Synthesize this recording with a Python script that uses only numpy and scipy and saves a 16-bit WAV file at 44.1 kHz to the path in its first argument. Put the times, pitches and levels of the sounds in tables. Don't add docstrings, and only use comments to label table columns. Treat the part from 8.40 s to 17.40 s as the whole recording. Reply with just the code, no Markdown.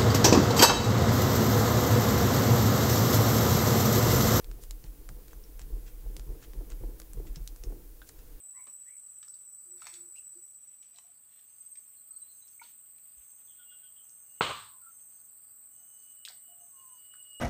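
import sys
import numpy as np
from scipy import signal
from scipy.fft import rfft, irfft
from scipy.io import wavfile

SR = 44100
rng = np.random.default_rng(int(sys.argv[2]) if len(sys.argv) > 2 else 0)


def inscribe(sig):
    pcm = np.round(np.clip(np.atleast_2d(sig).T, -1, 1) * 32767)
    wavfile.write(sys.argv[1], SR, pcm.astype(np.int16))


N = 396900
TIME = np.arange(N) / SR

# t/s, drone level/dB, sizzle level/dB
CHORUS_LEVELS = [(0.0, -54, -66), (0.68, -55, -66.5), (1.8, -54.5, -64.5), (2.46, -60, -69),
                 (2.98, -58.5, -64.5), (3.46, -55.5, -61), (4.21, -56.5, -60.5), (5.79, -55, -60.5),
                 (8.5, -55.5, -60), (9.0, -53.5, -62)]
# f/Hz, level/dB
DRONE_COLOUR = [(6700, -42.5), (7150, -33), (7480, -10.5), (7700, -11), (7980, -2), (8300, 1), (8520, -3),
                (8730, -15.5), (9100, -18.5), (9400, -24.5), (9850, -32.5), (11400, -34)]
SIZZLE_COLOUR = [(10200, -38.5), (10800, -24.5), (11450, -26), (12000, -13), (13100, -7.5), (13600, -6.5),
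                 (14100, -3), (15400, 2), (16500, 0.5)]
# f/Hz, level/dB
AIR_COLOUR = [(20, -15.5), (45, -4), (90, 3.5), (160, 0.5), (330, -4), (600, -6.5), (1080, -6),
              (1330, -1.5), (1800, -8.5), (3200, -16.5), (4700, -26.5), (5300, -43), (7000, -16),
              (12000, -25.5)]
# t/s, level/dB
AIR_LEVELS = [(0.0, -78), (1.28, -78), (1.51, -72.5), (1.66, -75), (2.15, -80), (5.9, -77)]
# t/s, high voices' level/dB, low voices' level/dB
TWITTER_LEVELS = [(0.0, -92.5, -82), (1.75, -86.5, -89), (2.35, -91.5, -82), (3.72, -85.5, -83),
                  (5.0, -89.5, -81), (6.6, -90, -86.5), (8.35, -92, -86), (8.7, -87, -82.5)]
# start/s, end/s, f/Hz, width/Hz, level/dB
TRILLS = [(0, 2.8, 5860, 70, -81), (0, 2.4, 6850, 240, -83), (0, 6.2, 6520, 150, -88),
          (6.3, 9, 9590, 120, -80)]
# t/s, length/s, f/Hz, level/dB
LOW_NOTES = [(.01, 0.075, 700, -78.5), (1.243, 0.17, 354, -72), (1.493, .23, 348.6, -71),
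             (1.942, 0.062, 350, -71), (2.522, 0.079, 705, -81), (2.63, 0.074, 705, -74.5),
             (7.355, .1, 697, -79.5), (7.869, 0.055, 726, -70), (8.075, 0.069, 699, -70),
             (8.164, 0.1, 699, -71)]
# t/s, length/s, starting f/Hz, level/dB
SLURS = [(.122, .12, 1700, -67.5), (.443, .115, 1700, -68.5), (1.745, 0.054, 2440, -63)]
# t/s, length/s, level/dB, roughness
WHISTLES = [(0.125, .1, -67, 1.08), (6.291, 0.096, -66.5, 0.95), (8.282, 0.32, -65.5, 0.13)]
# t/s, length/s, f/Hz, level/dB
SHORT_NOTES = [(3.46, .06, 5500, -82), (3.564, .045, 4190, -73), (3.661, 0.2, 1298, -78),
               (3.72, .065, 4430, -72), (3.795, .07, 4000, -77), (3.869, .065, 4150, -70.5),
               (4.007, .06, 4000, -69.5), (5.179, 0.052, 1460, -70), (5.305, 0.073, 1470, -72),
               (5.415, .055, 1507, -73.5), (6.414, 0.083, 1366, -61)]
# t/s, length/s, level/dB, centre f/Hz
RUSTLES = [(.262, 0.035, -67, 1140), (.263, 0.033, -65.5, 340), (1.369, 0.25, -59.5, 3700),
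           (1.404, 0.12, -68.5, 1220), (1.752, .052, -61, 12900), (2.42, 0.052, -71, 4000),
           (2.539, 0.065, -58, 4600), (2.552, .06, -69.5, 1410), (2.858, .21, -73.5, 3200),
           (7.841, .15, -72, 3750), (7.864, 0.069, -64.5, 1400)]
# t/s, level/dB, body f/Hz, snap against body/dB
CLICKS = [(.27, -55, 1190, 12.5), (.829, -60.5, 1600, 21), (.883, -40, 5650, -21), (.881, -56, 1370, -6),
          (.941, -46.5, 4640, -10), (1.42, -43.5, 1380, 5.5), (1.4689, -43, 1220, 15.5),
          (1.54, -42, 4100, 11), (2.428, -65.5, 2760, 18.5), (2.561, -49, 4300, 0), (3.356, -53, 2340, 7.5),
          (4.08, -52.5, 5770, 9.5), (4.583, -60.5, 2540, 9), (5.695, -41.5, 6500, -15),
          (7.8512, -30.5, 3780, 7), (7.877, -40, 1640, -17), (7.8857, -29, 4600, -4),
          (8.739, -46.5, 1500, -10)]
# f/Hz, level/dB
SNAP_COLOUR = [(200, -4), (900, 1), (3000, 1.5), (5000, -1.5), (8000, 3), (10500, -4.5), (15000, -11)]
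# t/s, number of chirps, level/dB
CHIRP_BOUTS = [(3.203, 4, -45), (3.704, 3, -43)]
# t/s, starting f/Hz, level/dB
BUBBLES = [(4.196, 2200, -39.5), (4.215, 924, -42), (4.216, 1415, -46), (4.214, 2250, -43),
           (4.238, 4380, -40)]
# t/s, f/Hz, level/dB
WHINE_PHRASES = [
    [(5.15, 2850, -93), (5.3, 2847, -72), (5.798, 2853, -92), (5.92, 2847, -72.5), (6.0, 2890, -75)],
    [(7.3, 2964, -87), (7.574, 2965, -73.5), (7.868, 2946, -69.5), (7.914, 2946, -83.5), (8.118, 2937, -66),
     (8.18, 2910, -91), (8.208, 2910, -68), (8.266, 2916, -97), (8.402, 2892, -66), (8.454, 2860, -96.5),
     (8.52, 2945, -64.5), (9.0, 2890, -59)],
]
# t/s, level/dB
CRACK_BREAKS = [(6.0092, -9), (6.0109, -8.5)]
# f/Hz, level/dB
CRACK_COLOUR = [(25, -31.5), (130, -1), (290, -13.5), (450, 1), (750, -3.5), (1050, 0.5), (1350, 3),
                (1700, -11), (2700, -12), (4300, -27.5), (5500, -51), (12000, -58.5)]
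SCATTER_COLOUR = [(25, -34), (100, -5), (260, -11), (450, -2.5), (750, -5.5), (1150, 3.5), (1400, -5.5),
                  (1800, -8), (3000, -2.5), (4300, -10.5), (5600, -26.5), (8000, -16.5), (10500, -40.5),
                  (15000, -35)]
# f/Hz, t60/s
WOOD_T60 = [(60, 0.89), (500, 0.23), (1200, 0.69), (3000, 0.45), (6000, 0.88), (15000, .4)]


def from_db(db):
    return 10 ** (np.asarray(db) / 20)


def rms_one(x):
    return x / np.sqrt(np.mean(x ** 2) + 1e-20)


def in_time(rows):
    s, *columns = np.transpose(rows)
    return [np.interp(TIME, s, c) for c in columns]


def at_hz(points, hz):
    f, value = np.transpose(points)
    return np.interp(np.log(hz + 1e-9), np.log(f), value)


def add(out, s, sound):
    i = max(round(s * SR), 0)
    out[i:i + len(sound)] += sound[:max(N - i, 0)]


def sine(hz):
    return np.sin(2 * np.pi * np.cumsum(hz) / SR)


def noise(colour):
    gain = from_db(at_hz(colour, np.fft.rfftfreq(N, 1 / SR)))
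    return rms_one(irfft(rfft(rng.standard_normal(N)) * gain, N))


def narrow(hz, width_hz):
    detune = (np.fft.rfftfreq(N, 1 / SR) - hz) / (width_hz / 2)
    return rms_one(irfft(rfft(rng.standard_normal(N)) / (1 + detune ** 2), N))


def drift(width_hz):
    return narrow(0, width_hz)


def gate(length, edge):
    return signal.windows.tukey(max(int(length * SR), 8), edge)


def pulse(colour, size=4096):
    cepstrum = irfft(np.log(from_db(at_hz(colour, np.fft.rfftfreq(size, 1 / SR)))))
    shape = irfft(np.exp(rfft(2 * cepstrum[:size // 2], size)))
    return shape / np.abs(shape).max()


def among_trees(x, t60):
    tail = rng.standard_normal(SR) * from_db(-60 * TIME[:SR] / t60)
    return signal.fftconvolve(x, tail / np.linalg.norm(tail))[:N]


def chorus(stroke_hz=19):
    drone_db, sizzle_db = in_time(CHORUS_LEVELS)
    strokes = sine(stroke_hz * (1 + .14 * drift(5.2)))
    drone = noise(DRONE_COLOUR) * from_db(drone_db + 1.5 + .5 * drift(130) - .1 * strokes)
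    sizzle = noise(SIZZLE_COLOUR) * from_db(sizzle_db + 7 + 1.5 * drift(90))
    return drone + sizzle


def air():
    db, = in_time(AIR_LEVELS)
    return noise(AIR_COLOUR) * from_db(db - .1 * drift(60))


def twitter():
    high_db, low_db = in_time(TWITTER_LEVELS)
    high = narrow(hz=4600, width_hz=700) * from_db(high_db + 4 * drift(30))
    low = narrow(hz=2900, width_hz=2000) * from_db(low_db + 2.5 * drift(30))
    return high + low


def trilling_crickets():
    out = np.zeros(N)
    for start, end, hz, width_hz, db in TRILLS:
        shape = gate(end - start, edge=.13)[:N]
        add(out, start, from_db(db) * shape * narrow(hz, width_hz)[:len(shape)])
    return out


def note_cues(slur_octaves_per_s=4.4, whistle_hz=(1100, 988), faint_count=7, faint_s=.16):
    low = [(s, length, hz, hz, db, .59) for s, length, hz, db in LOW_NOTES]
    slurs = [(s, length, hz, hz * 2 ** (slur_octaves_per_s * length), db, .8)
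             for s, length, hz, db in SLURS]
    whistles = [(s, length, *whistle_hz, db, rough) for s, length, db, rough in WHISTLES]
    short = [(s, length, hz, hz * .985, db, .34) for s, length, hz, db in SHORT_NOTES]
    slot_s = (N / SR - 2 * faint_s) / faint_count
    times = (np.arange(faint_count) + rng.random(faint_count)) * slot_s
    pitches = rng.normal(4700, 120, faint_count)
    faint = [(s, faint_s, hz, hz, -85, .3) for s, hz in zip(times, pitches)]
    return low + slurs + whistles + short + faint


def calls_and_ring(trim_db=-2.5, flutter_db=3):
    out, tremble = np.zeros(N), drift(540)
    for s, length, start_hz, end_hz, db, rough in note_cues():
        shape = gate(length, edge=.65)
        glide = np.linspace(start_hz, end_hz, len(shape))
        rasp = .06 * rough * tremble[int(s * SR):][:len(shape)]
        add(out, s, from_db(db) * np.sqrt(2) * shape * sine(glide * (1 + rasp)))
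    out *= from_db(trim_db + flutter_db * drift(60))
    return out + from_db(-1) * among_trees(out, t60=.22)


def throbbing_cricket(hz=7920, every_s=.06045, chirp_s=.069, fade_from_s=1.91, fade_db_per_s=11.5):
    swell, beats = np.zeros(N), np.arange(.048, 2.8, every_s)
    for s, (late, weak) in zip(beats, rng.standard_normal((len(beats), 2))):
        db = -44.5 - .1 * weak - fade_db_per_s * max(s - fade_from_s, 0)
        add(swell, s + .004 * late - chirp_s / 2, from_db(db) * gate(chirp_s, edge=.73))
    tone = from_db(-5.5) * sine(hz + 35 * drift(139.6))
    blur = from_db(-9) * narrow(hz, width_hz=210)
    song = swell * (tone + blur)
    return song + from_db(-5) * among_trees(song, t60=.35)


def woody(force, ring_s, count=24):
    t = TIME[:SR // 40]
    mode_hz = rng.uniform(600, 9000, (count, 1))
    ring = np.sin(2 * np.pi * mode_hz * t).sum(axis=0) * np.exp(-t / ring_s)
    return np.convolve(force, ring / np.linalg.norm(ring))[:len(force)]


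def rustles(ticks_per_s=700, spread_db=7, band_ratio=1.92):
    out = np.zeros(N)
    ticks = (rng.random(N) < ticks_per_s / SR) * rng.choice([-1, 1], N)
    ticks = ticks * from_db(spread_db * rng.standard_normal(N))
    for s, length, db, hz in RUSTLES:
        edges_hz = [hz / band_ratio, min(hz * band_ratio, .45 * SR)]
        band = signal.butter(2, edges_hz, "band", fs=SR, output="sos")
        shape = gate(length, edge=1) ** .5
        force = ticks[int(s * SR):][:len(shape)]
        crackle = signal.sosfilt(band, .21 * force + woody(force, ring_s=.0029))
        add(out, s, from_db(db) * shape * rms_one(crackle))
    return out + from_db(-7) * among_trees(out, t60=.35)


def settling_clicks(count=2, gap_s=.012, loss_db=10.5, detune=.13):
    rows = list(CLICKS)
    for s, db, hz, snap_db in CLICKS:
        for late, sharp in rng.random((count, 2)):
            s += gap_s * (.5 + late)
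            db -= loss_db
            rows.append((s, db, hz * (1 + detune * (2 * sharp - 1)), snap_db))
    return rows


def clicks(trim_db=1.5):
    out, t, snap = np.zeros(N), TIME[:SR // 20], pulse(SNAP_COLOUR)
    for s, db, hz, snap_db in settling_clicks():
        force = .07 * rng.standard_normal(len(t)) * np.exp(-t / .005)
        force[0] = 1
        bright = np.convolve(force + from_db(-3) * woody(force, ring_s=.0046), snap)[:len(t)]
        body = np.sin(2 * np.pi * hz * t) * np.exp(-t * hz / 2.2)
        low_cut = signal.butter(6, .75 * hz, "high", fs=SR, output="sos")
        add(out, s, from_db(db + trim_db) * signal.sosfilt(low_cut, from_db(snap_db) * bright + body))
    return out + from_db(-6) * among_trees(out, t60=.25)


def buzzing_cricket(first_s=3.031, every_s=.8555, buzz_s=.455, count=7):
    bouts = np.zeros(N)
    for k in range(count):
        db = -74 if k == 0 else -71.5
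        add(bouts, first_s + k * every_s, from_db(db) * gate(buzz_s, edge=.24))
    return bouts * narrow(hz=6370, width_hz=130)


def near_cricket(every_s=.0553, first_length_s=.02, growth_s=.002, first_hz=8225, step_hz=28.7):
    out = np.zeros(N)
    for s, count, db in CHIRP_BOUTS:
        for k in range(round(count)):
            shape = gate(first_length_s + k * growth_s, edge=.46)
            pitch = first_hz + k * step_hz + np.linspace(35, -35, len(shape))
            add(out, s + k * every_s, from_db(db) * np.sqrt(2) * shape * sine(pitch))
    return out + from_db(-17) * among_trees(out, t60=.35)


def plop(attack_s=.0022, ring_cycles=9, rise_per_s=.83, spray_rise_s=.015, spray_fall_s=.046):
    out, t = np.zeros(N), TIME[:SR // 4]
    for s, hz, db in BUBBLES:
        shape = (1 - np.exp(-t / attack_s)) * np.exp(-t * hz / ring_cycles)
        add(out, s, from_db(db) * shape * sine(hz * (1 + rise_per_s * t)))
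    shower = (1 - np.exp(-t / spray_rise_s)) * np.exp(-t / spray_fall_s)
    spray = shower / shower.max() * narrow(hz=3400, width_hz=3600)[:len(t)]
    add(out, BUBBLES[1][0], from_db(-62.5) * spray)
    return out + from_db(-8.5) * among_trees(out, t60=.12)


def thump(start_s=4.763, length_s=.06, hz=56, db=-66):
    out, shape = np.zeros(N), gate(length_s, edge=.66)
    add(out, start_s, from_db(db) * np.sqrt(2) * shape * np.sin(2 * np.pi * hz * TIME[:len(shape)]))
    return out


def chattering_bird(first_s=5.072, gap_s=.105, slowing_s=.004, first_hz=3310, drop_hz=40, count=5):
    out, tremble, shape = np.zeros(N), drift(540), gate(.06, edge=.29)
    sag = .038 * np.linspace(.5, -.5, len(shape))
    for k in range(count):
        s = first_s + k * gap_s + k * k * slowing_s
        rasp = .038 * tremble[int(s * SR):][:len(shape)]
        pitch = (first_hz - k * drop_hz) * (1 + sag + rasp)
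        add(out, s, from_db(-68) * shape * sine(pitch))
    return out + from_db(1) * among_trees(out, t60=.28)


def whine(waver_hz=6, trim_db=-1.5, flutter_db=3.5):
    out = np.zeros(N)
    for phrase in WHINE_PHRASES:
        hz, db = in_time(phrase)
        sounding = (TIME >= phrase[0][0]) & (TIME <= phrase[-1][0])
        level = from_db(db + trim_db + flutter_db * drift(20))
        out += sounding * level * np.sqrt(2) * sine(hz + waver_hz * drift(17))
    return out + from_db(-5.5) * among_trees(out, t60=.86)


def octave_decay(x, t60s):
    hz, t = np.fft.rfftfreq(len(x), 1 / SR), TIME[:len(x)]
    spectrum, out = rfft(x), np.zeros(len(x))
    for centre in 20 * 2. ** np.arange(11):
        share = np.maximum(1 - np.abs(np.log2((hz + 1e-9) / centre)), 0)
        out += irfft(spectrum * share, len(x)) * from_db(-60 * t / at_hz(t60s, centre))
    return out


def crack(bank_delay_s=.078, build_s=.0045, reach_s=.32):
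    out, hit, t = np.zeros(N), pulse(CRACK_COLOUR), TIME[:SR]
    start_s = CRACK_BREAKS[0][0]
    for k, (s, db) in enumerate(CRACK_BREAKS):
        add(out, s, (-1) ** k * from_db(db) * hit)
    smear = gate(.04, edge=.61)
    add(out, start_s + bank_delay_s, from_db(-38.5) * smear * noise(CRACK_COLOUR)[:len(smear)])
    scatter = (noise(SCATTER_COLOUR) * from_db(.5 * drift(200)))[:SR]
    paths = (1 - np.exp(-t / build_s)) * np.exp(-(t / reach_s) ** 4)
    add(out, start_s, from_db(-27.5) * octave_decay(scatter, WOOD_T60) * paths)
    return out


def scene():
    insects = chorus() + throbbing_cricket() + near_cricket() + trilling_crickets() + buzzing_cricket()
    bank = clicks() + rustles() + crack() + plop() + thump() + air()
    return (insects + bank + calls_and_ring() + chattering_bird() + twitter() + whine())[None, :]


def record(dry):
    cutoff_hz = 15430
    return signal.sosfilt(signal.ellip(12, .1, 80, cutoff_hz, fs=SR, output="sos"), dry)


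dry = scene()
out = record(dry)
inscribe(out)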